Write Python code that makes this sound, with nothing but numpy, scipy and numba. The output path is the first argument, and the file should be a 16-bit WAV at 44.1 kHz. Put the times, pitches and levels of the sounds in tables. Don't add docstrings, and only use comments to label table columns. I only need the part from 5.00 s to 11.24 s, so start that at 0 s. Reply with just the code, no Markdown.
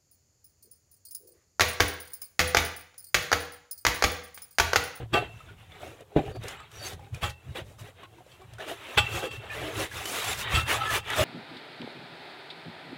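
import sys
import numpy as np
from scipy import signal
from scipy.fft import rfft, irfft
from scipy.io import wavfile
from numba import njit

SR = 44100
rng = np.random.default_rng(int(sys.argv[2]) if len(sys.argv) > 2 else 0)


def digitize_waveform(pressure):
    field = np.atleast_2d(pressure).T
    bounded = np.clip(field, -1, 1)
    quanta = np.round(bounded * 32767).astype(np.int16)
    wavfile.write(sys.argv[1], SR, quanta)


N = 275184
T = np.arange(N) / SR

# t/s, crush length/s, bending/dB, bright ring/dB, crack/dB, ground thump/dB
JABS = [(0.129, 0.029, -19.5, -26, -48, -28), (2.227, 0.019, -25, -30, -49, -27.5),
        (2.293, 0.018, -62, -50, -38.5, -35), (3.31, 0.019, -72, -51.5, -68, -63),
        (3.972, 0.03, -26, -17.5, -26.5, -25), (4.308, 0.019, -52, -40.5, -54, -53),
        (4.436, .015, -47, -47, -63, -49), (5.539, 0.027, -57, -24.5, -44, -17.5)]
# f/Hz, level/dB, t60/s
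BAR_MODES = [(535, -13.5, 0.21), (832, -7.5, 0.19), (874, -22, 0.164), (1187, -3, 0.073), (1299, -7, 0.12),
             (1520, -18, .2), (1900, -17, 0.28), (2210, -50, .2), (2127, -34, .2), (2623, -9.5, 0.18),
             (2703, -4, 0.38), (2657, -17, 0.72), (3130, -28, 0.11), (3144, -7.5, 0.15), (3280, -5, 0.086),
             (3410, -12.5, 0.2), (3770, -24, 0.32), (4320, -16, 0.074), (4620, -15, 0.14), (4930, -34, .1),
             (5420, -30, 0.12), (5520, -38, 0.15), (6400, -51, 0.18), (7400, -27, 0.13),
             (7870, -14.5, 0.07)]
# f/Hz, level/dB, t60/s
PACKED_GROUND_MODES = [(80.5, -3.5, 0.27), (123, -5.5, 0.14)]
# peak t/s, rise/s, fall/s, level/dB
GRINDS = [(.2, 0.038, 0.083, -43), (4.16, 0.085, 0.17, -31.5), (4.52, 0.057, 0.073, -45),
          (5.0, 0.15, .1, -50), (5.58, 0.055, .1, -39), (5.8, 0.11, 0.34, -37), (6.2, 0.035, .1, -39)]
# peak t/s, rise/s, fall/s, pebbles/dB, cobbles over pebbles/dB, grit over pebbles/dB
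SHOVES = [(0.0, 0.37, 0.059, -46, 6, -19), (0.145, 0.018, 0.076, -31, 5, -14),
          (0.223, 0.112, 0.084, -45.5, 5.5, -17), (0.409, 0.24, 0.089, -59.5, -2.5, -6.5),
          (0.498, 0.077, 0.074, -56.5, -2, -12), (0.609, 0.065, 0.13, -59, -6.0, -10),
          (0.741, 0.074, 0.1, -54.5, -2.5, -11.5), (0.842, 0.081, 0.17, -51.5, 5, -5.5),
          (1.017, 0.069, 0.021, -57, 6, -12), (1.17, 0.014, 0.052, -39, 20, -18.5),
          (1.298, 0.2, 0.044, -51, 9.5, -10.5), (1.36, 0.019, 0.026, -52.5, 13, -10),
          (1.452, 0.053, 0.035, -44.5, -1.5, -12), (1.498, 0.062, 0.08, -43.5, -5, -8.5),
          (1.59, 0.22, 0.13, -50.5, -11, -25), (1.759, 0.066, 0.17, -52, -6.5, -4),
          (1.873, 0.073, 0.06, -42, -2, -1.0), (1.925, 0.033, 0.039, -50, 5.5, -1.5),
          (2.052, 0.17, 0.078, -61, 4.5, -9), (2.151, 0.034, 0.088, -52.5, -2, -7.5),
          (2.237, 0.027, 0.073, -35.5, -6.5, -7.5), (2.531, 0.18, 0.035, -58.5, 1.5, -9),
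          (2.565, 0.02, 0.065, -38.5, 1.0, -11.5), (2.699, 0.081, 0.081, -62.0, 5.5, 0),
          (2.8, 0.021, 0.046, -55, 1, 2), (2.868, 0.083, 0.064, -52.5, 0.5, -8),
          (3.051, 0.11, 0.016, -52, -1.5, -18), (3.192, 0.18, 0.068, -64, 7.5, -7),
          (3.319, 0.11, 0.12, -61, -1.5, -4.5), (3.417, 0.038, 0.078, -59.5, 4, -11),
          (3.549, 0.12, 0.034, -59, -4.5, -10), (3.611, 0.03, 0.087, -43.5, 2.5, -12.5),
          (3.691, 0.034, 0.078, -41.0, 2, -5), (3.939, 0.099, 0.034, -54, 10.5, -2),
          (3.979, 0.008, 0.022, -17.5, -17, -19), (4.07, 0.44, 0.11, -42, -8, -10.5),
          (4.169, 0.094, 0.078, -39, 0, -2), (4.25, 0.045, 0.048, -41, 8, -6),
          (4.337, 0.042, 0.068, -47, -1.5, -5), (4.447, 0.082, 0.2, -48.5, -0.5, -15),
          (4.555, 0.068, 0.092, -41.5, -15, -8), (4.652, 0.15, 0.24, -41, 2, -9),
          (4.816, 0.088, 0.07, -34, -1, -4), (4.983, 0.097, 0.12, -39.5, -6.5, -4),
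          (5.091, 0.065, 0.19, -43, 2, 5.5), (5.183, 0.091, 0.11, -34.5, -9, -3.5),
          (5.303, 0.131, 0.079, -34, -15, -1), (5.404, 0.052, 0.052, -38.5, -15, 2),
          (5.498, 0.18, 0.14, -36, -15, -30), (5.563, 0.079, 0.084, -30, -9, -7),
          (5.717, 0.058, 0.082, -26, -8.5, -7.5), (5.874, 0.17, 0.017, -35, -9, -14.5),
          (5.956, 0.083, 0.048, -28, -9, -5), (6.139, 0.1, 0.025, -31.5, -10.0, -14.5),
          (6.195, 0.058, 0.097, -27.5, 0.5, -6)]
# f/Hz, density/dB
GRAVEL_SPECTRUM = [(120, -40), (200, -12.5), (408, 3.5), (507, -2), (816, 0.5), (1090, -0.5), (1260, 2),
                   (1520, 0.5), (2670, 0), (3850, -3), (4140, -12.5), (7160, -7), (8600, -13),
                   (9590, -10.5), (15700, -19)]
# f/Hz, level/dB, t60/s
BIG_STONE_MODES = [(158, -2, 0.11), (319, 6.5, 0.047), (415, 6.5, 0.064), (594, -35, 0.28), (820, -6, 0.11),
                   (965, -14, 0.23), (1200, -35, 0.17), (1560, -38, 0.08), (1940, -37, 0.31),
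                   (1960, -43, 0.24)]
# t/s, level/dB, f/Hz, t60/s, click offset/dB
CLINKS = [(0.405, -30, 1280, 0.07, -24), (0.489, -31.5, 1440, 0.063, -24), (0.72, -32, 3530, 0.058, -21),
          (0.832, -18.5, 706, 0.063, -34), (1.006, -27, 544, 0.075, -15.5), (1.314, -21, 510, 0.06, -25),
          (1.361, -35, 890, 0.066, -10), (1.436, -25.5, 488, 0.096, -7), (1.482, -36, 780, 0.04, 10.5),
          (1.602, -26, 1246, 0.06, -18), (1.715, -39, 1330, 0.056, -2), (1.815, -26.5, 570, 0.091, -12),
          (1.932, -45, 3020, .03, 11), (1.994, -29.5, 850, 0.063, -24), (2.145, -24.5, 2450, 0.059, -9),
          (2.553, -19.5, 520, 0.15, -26), (2.786, -36, 1200, 0.11, -12), (3.033, -25, 1070, 0.048, -21),
          (3.184, -34.5, 934, 0.05, -20), (3.264, -32, 530, 0.076, -26), (3.417, -34, 1130, 0.05, -15),
          (3.535, -38, 670, 0.065, -3), (3.584, -25, 1480, 0.05, -17), (3.604, -22, 1740, 0.05, -27),
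          (3.686, -26.5, 564, 0.14, -14), (3.885, -25, 685, 0.087, -26), (4.502, -20, 2465, 0.086, -29),
          (4.617, -17.5, 686, 0.047, -17), (4.915, -22.5, 1670, 0.11, -24), (5.055, -18.5, 3016, 0.11, -2),
          (5.242, -17, 717, 0.069, -4), (5.314, -19, 766, 0.084, -10), (5.905, -15, 1240, 0.06, -10),
          (6.101, -14.5, 1940, 0.054, -11)]
# t/s, length/s, f/Hz, level/dB
RASPS = [(1.2, 0.056, 4300, -67), (1.264, 0.082, 3530, -65), (1.298, 0.11, 4600, -56),
         (1.531, 0.13, 7600, -61), (1.706, 0.14, 5780, -50), (1.719, .2, 7300, -65), (1.77, .14, 4570, -40),
         (1.842, 0.048, 6330, -36), (1.982, 0.13, 803, -49.5), (4.139, 0.19, 393, -39),
         (4.477, 0.087, 1770, -35), (4.605, 0.13, 647, -41), (5.219, .12, 750, -38.5),
         (5.266, .08, 426, -34), (5.437, 0.091, 1887, -34), (5.547, 0.073, 1313, -27),
         (5.732, .23, 1299, -29.5), (5.76, 0.11, 814, -35), (5.82, 0.17, 1730, -32), (6.153, .09, 624, -29)]
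# peak t/s, length/s, level/dB
THUDS = [(-0.049, 0.21, -27.5), (0.178, 0.25, -37.5), (0.343, 0.15, -46.5), (0.495, 0.28, -47),
         (0.707, 0.17, -49), (0.853, 0.14, -47.5), (1.18, 0.053, -38), (1.282, 0.087, -33),
         (1.393, 0.17, -37.5), (1.542, 0.32, -50.5), (1.762, 0.16, -50), (1.937, 0.298, -42.5),
         (2.138, 0.087, -37), (2.257, 0.11, -35.5), (2.487, 0.113, -37), (2.628, 0.24, -44),
         (2.812, 0.15, -42), (3.499, 0.38, -49), (3.711, 0.36, -64.5), (4.006, 0.13, -32),
         (4.15, 0.154, -38.5), (4.356, 0.19, -44), (4.486, 0.15, -47), (4.608, 0.2, -40.5),
         (4.79, 0.21, -37.5), (4.956, 0.2, -43.5), (5.346, 0.4, -40), (5.559, 0.21, -30.5),
         (5.754, 0.448, -42), (5.937, 0.23, -40.5), (6.117, 0.22, -44), (6.206, 0.086, -29)]
# f/Hz, level/dB, t60/s
LOOSE_GROUND_MODES = [(83, 3.5, 0.23), (109.9, 14.5, 0.13)]
# f/Hz, density/dB
HISS_SPECTRUM = [(18, -43), (30, -20), (108, 0), (225, -21), (714, -19.5), (814, -19), (2380, -35),
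                 (3260, -30), (4960, -37), (7540, -35), (15700, -40)]

# lowest f/Hz, highest f/Hz, knocks a second, ring scale/cycles, scatter/dB, sand/dB
COBBLES = (196.5, 796.5, 262, 26, 4.5, -8.5)
PEBBLES = (807.5, 4519, 2502, 28, 3, -4)
GRIT = (4505, 15702, 7004, 0.5, 2, -9)
# lowest f/Hz, highest f/Hz, rubs a second, mean length/s, scatter/dB, wavers a second
SLABS = (400, 4300, 300, 0.091, 3, 106.5)
SHARDS = (3560, 11400, 270, 0.063, 5, 163)
SLABS_DB, SHARDS_DB = -4, -6


def bar(pebble_motion, drag_db=-34, blow_db=-2.5, bend_below_hz=2000, rattle_db=4.5, rattle_s=0.011):
    pressure = undb(drag_db) * pebble_motion + swells(*np.transpose(GRINDS))
    drag = pressure * rng.standard_normal(N) / np.sqrt(SR / 20)
    bend, bright, crack, thump = drag, drag, 0, np.zeros(N)
    for s, length, bend_db, ring_db, crack_db, thump_db in JABS:
        crush = burst(s, length)
        hit = crush.copy()
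        hit[int((s + .4 * length) * SR)] += undb(blow_db)
        bend = bend + undb(bend_db) * hit
        bright = bright + undb(ring_db) * hit
        crack = crack + undb(crack_db) * crush * np.sqrt(length * SR)
        thump[int(s * SR)] = undb(thump_db)
    tip = signal.lfilter(*signal.butter(1, [700, 5000], "band", fs=SR), crack)
    knots = np.arange(0, T[-1] + 1, rattle_s)
    flutter = undb(rattle_db * np.interp(T, knots, rng.standard_normal(len(knots))))
    bending = ring(bend, [mode for mode in BAR_MODES if mode[0] < bend_below_hz])
    ringing = ring(bright, [mode for mode in BAR_MODES if mode[0] > bend_below_hz])
    return bending + flutter * ringing + tip + ring(thump, PACKED_GROUND_MODES)


def gravel():
    s, rise, fall, db, cobble_db, grit_db = np.transpose(SHOVES)
    pebble_motion = swells(s, rise, fall, db)
    pebbles = pebble_motion * (knocks(*PEBBLES) + undb(SLABS_DB) * rubs(*SLABS))
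    cobbles = swells(s, rise, fall, db + cobble_db) * knocks(*COBBLES)
    grit = swells(s, rise, fall, db + grit_db) * (knocks(*GRIT) + undb(SHARDS_DB) * rubs(*SHARDS))
    return pebbles + cobbles + grit, pebble_motion


def knocks(lo_hz, hi_hz, rate, cycles, scatter_db, sand_db):
    when, pitch, sustain, size = rng.random((int(rate * N / SR), 4)).T
    hz = lo_hz * (hi_hz / lo_hz) ** pitch
    t60 = cycles * (0.51 + 4.1 * sustain) / hz
    size_db = -scatter_db * np.log(1 - .97 * size)
    height = undb(colour(GRAVEL_SPECTRUM, hz) + size_db) * hz
    clatter = grains(N, (when * N).astype(np.int64), hz, t60, height, SR)
    sand = noise(GRAVEL_SPECTRUM, lo_hz, hi_hz)
    return level(level(clatter, 0) + level(sand, sand_db), 0)


def rubs(lo_hz, hi_hz, rate, length, scatter_db, waver):
    out = np.zeros(N)
    for when, pitch, span, size, *catch in rng.random((int(rate * N / SR), 44)):
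        hz = lo_hz * (hi_hz / lo_hz) ** pitch
        db = colour(GRAVEL_SPECTRUM, hz) + 10 * np.log10(hz) + 2 * scatter_db * (size - .5)
        add(out, when * T[-1], rub(length * (.5 + span), hz, db, catch, waver))
    return level(out, 0)


def rub(length, hz, db, catch, waver):
    t = T[:int(length * SR)]
    rough = np.sqrt(12) * (np.interp(t * waver, np.arange(len(catch)), catch) - .5)
    return undb(db) * rough * np.hanning(len(t)) * np.sin(2 * np.pi * hz * t)


def stone_drop(s=1.163, db=-17, contact_s=0.00019):
    age = np.maximum(T - s, 0) / contact_s
    push = age * np.exp(-age)
    return ring(undb(db) * push / np.sum(push), BIG_STONE_MODES)


def clinks():
    s, db, hz, t60, click_db = np.transpose(CLINKS)
    clicks = 6 * sum(gain * burst(start, 0.0058) for start, gain in zip(s, undb(db + click_db)))
    out = signal.lfilter(*signal.butter(2, [600, 9000], "band", fs=SR), clicks)
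    for ratio, partial_db in [(1, -13), (1.7, -35), (2.6, -58)]:
        out += grains(N, (s * SR).astype(np.int64), hz * ratio, t60 / ratio, undb(db + partial_db), SR)
    return out


def rasps(wavers_per_cycle=.08):
    out = np.zeros(N)
    for (s, length, hz, db), catch in zip(RASPS, rng.random((len(RASPS), 200))):
        add(out, s, rub(length, hz, db, catch, wavers_per_cycle * hz))
    return out


def ground_rumble(rise_share=0.39):
    s, length, db = np.transpose(THUDS)
    shudder = level(ring(rng.standard_normal(N), LOOSE_GROUND_MODES), 0)
    return swells(s, rise_share * length, (1 - rise_share) * length, db) * shudder


def wall_echo(direct, t60=0.13, db=-11):
    t = T[:SR // 2]
    tail = rng.standard_normal(len(t)) * undb(-60 * t / t60) * (t > .004)
    tail = signal.lfilter([1], [1, -.5], tail)
    return undb(db) * signal.fftconvolve(direct, tail / np.sqrt(np.sum(tail ** 2)))[:N]


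def site_hiss(db=-59):
    return level(noise(HISS_SPECTRUM, 30, 17000), db)


def burst(s, length, rise_share=0.14):
    age = np.maximum(T - s, 0) / length
    shape = (1 - np.exp(-age / rise_share)) * np.exp(-age ** 2)
    rough = rng.standard_normal(N) * undb(1.3 * rng.standard_normal(N))
    return shape * rough / np.sqrt(np.sum(shape ** 2))


def swells(s, rise, fall, db, edge_db=-20):
    t = T[::64]
    late = t - s[:, None]
    widths_from_peak = late / np.where(late < 0, rise[:, None], fall[:, None])
    power = undb(db[:, None] + edge_db * widths_from_peak ** 2) ** 2
    return np.interp(T, t, np.sqrt(np.sum(power, axis=0)))


def ring(force, modes):
    out = np.zeros(N)
    for hz, db, t60 in modes:
        pole = np.exp(2j * np.pi * hz / SR - np.log(1000) / (t60 * SR))
        out += undb(db) * signal.lfilter([1], [1, -pole], force).imag
    return out


@njit
def grains(count, start, hz, t60, height, sr):
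    out = np.zeros(count)
    for k in range(len(start)):
        phasor = height[k] + 0j
        pole = np.exp(2j * np.pi * hz[k] / sr - np.log(1000) / (t60[k] * sr))
        for i in range(start[k], min(count, start[k] + int(t60[k] * sr))):
            out[i] += phasor.imag
            phasor *= pole
    return out


def noise(spectrum, lo_hz, hi_hz):
    hz = np.arange(N // 2 + 1) * SR / N
    gain = undb(colour(spectrum, hz)) * (hz > lo_hz) * (hz < hi_hz)
    return irfft(rfft(rng.standard_normal(N)) * gain, N)


def colour(spectrum, hz):
    knots_hz, db = np.transpose(spectrum)
    return np.interp(np.log(np.maximum(hz, 1)), np.log(knots_hz), db)


def undb(db):
    return 10 ** (np.asarray(db) / 20)


def level(x, db):
    return x * undb(db) / np.sqrt(np.mean(x ** 2))


def add(out, s, sound):
    start = int(s * SR)
    out[start:start + len(sound)] += sound[:N - start]


def scene():
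    crunch, pebble_motion = gravel()
    hits = bar(pebble_motion) + stone_drop() + clinks() + rasps()
    return (crunch + ground_rumble() + hits + wall_echo(hits) + site_hiss())[None]


def record(dry):
    thinned = signal.lfilter(*signal.butter(2, 43, "high", fs=SR), dry)
    return signal.sosfilt(signal.ellip(10, .2, 80, 15800, fs=SR, output="sos"), thinned)


dry = scene()
out = record(dry)
digitize_waveform(out)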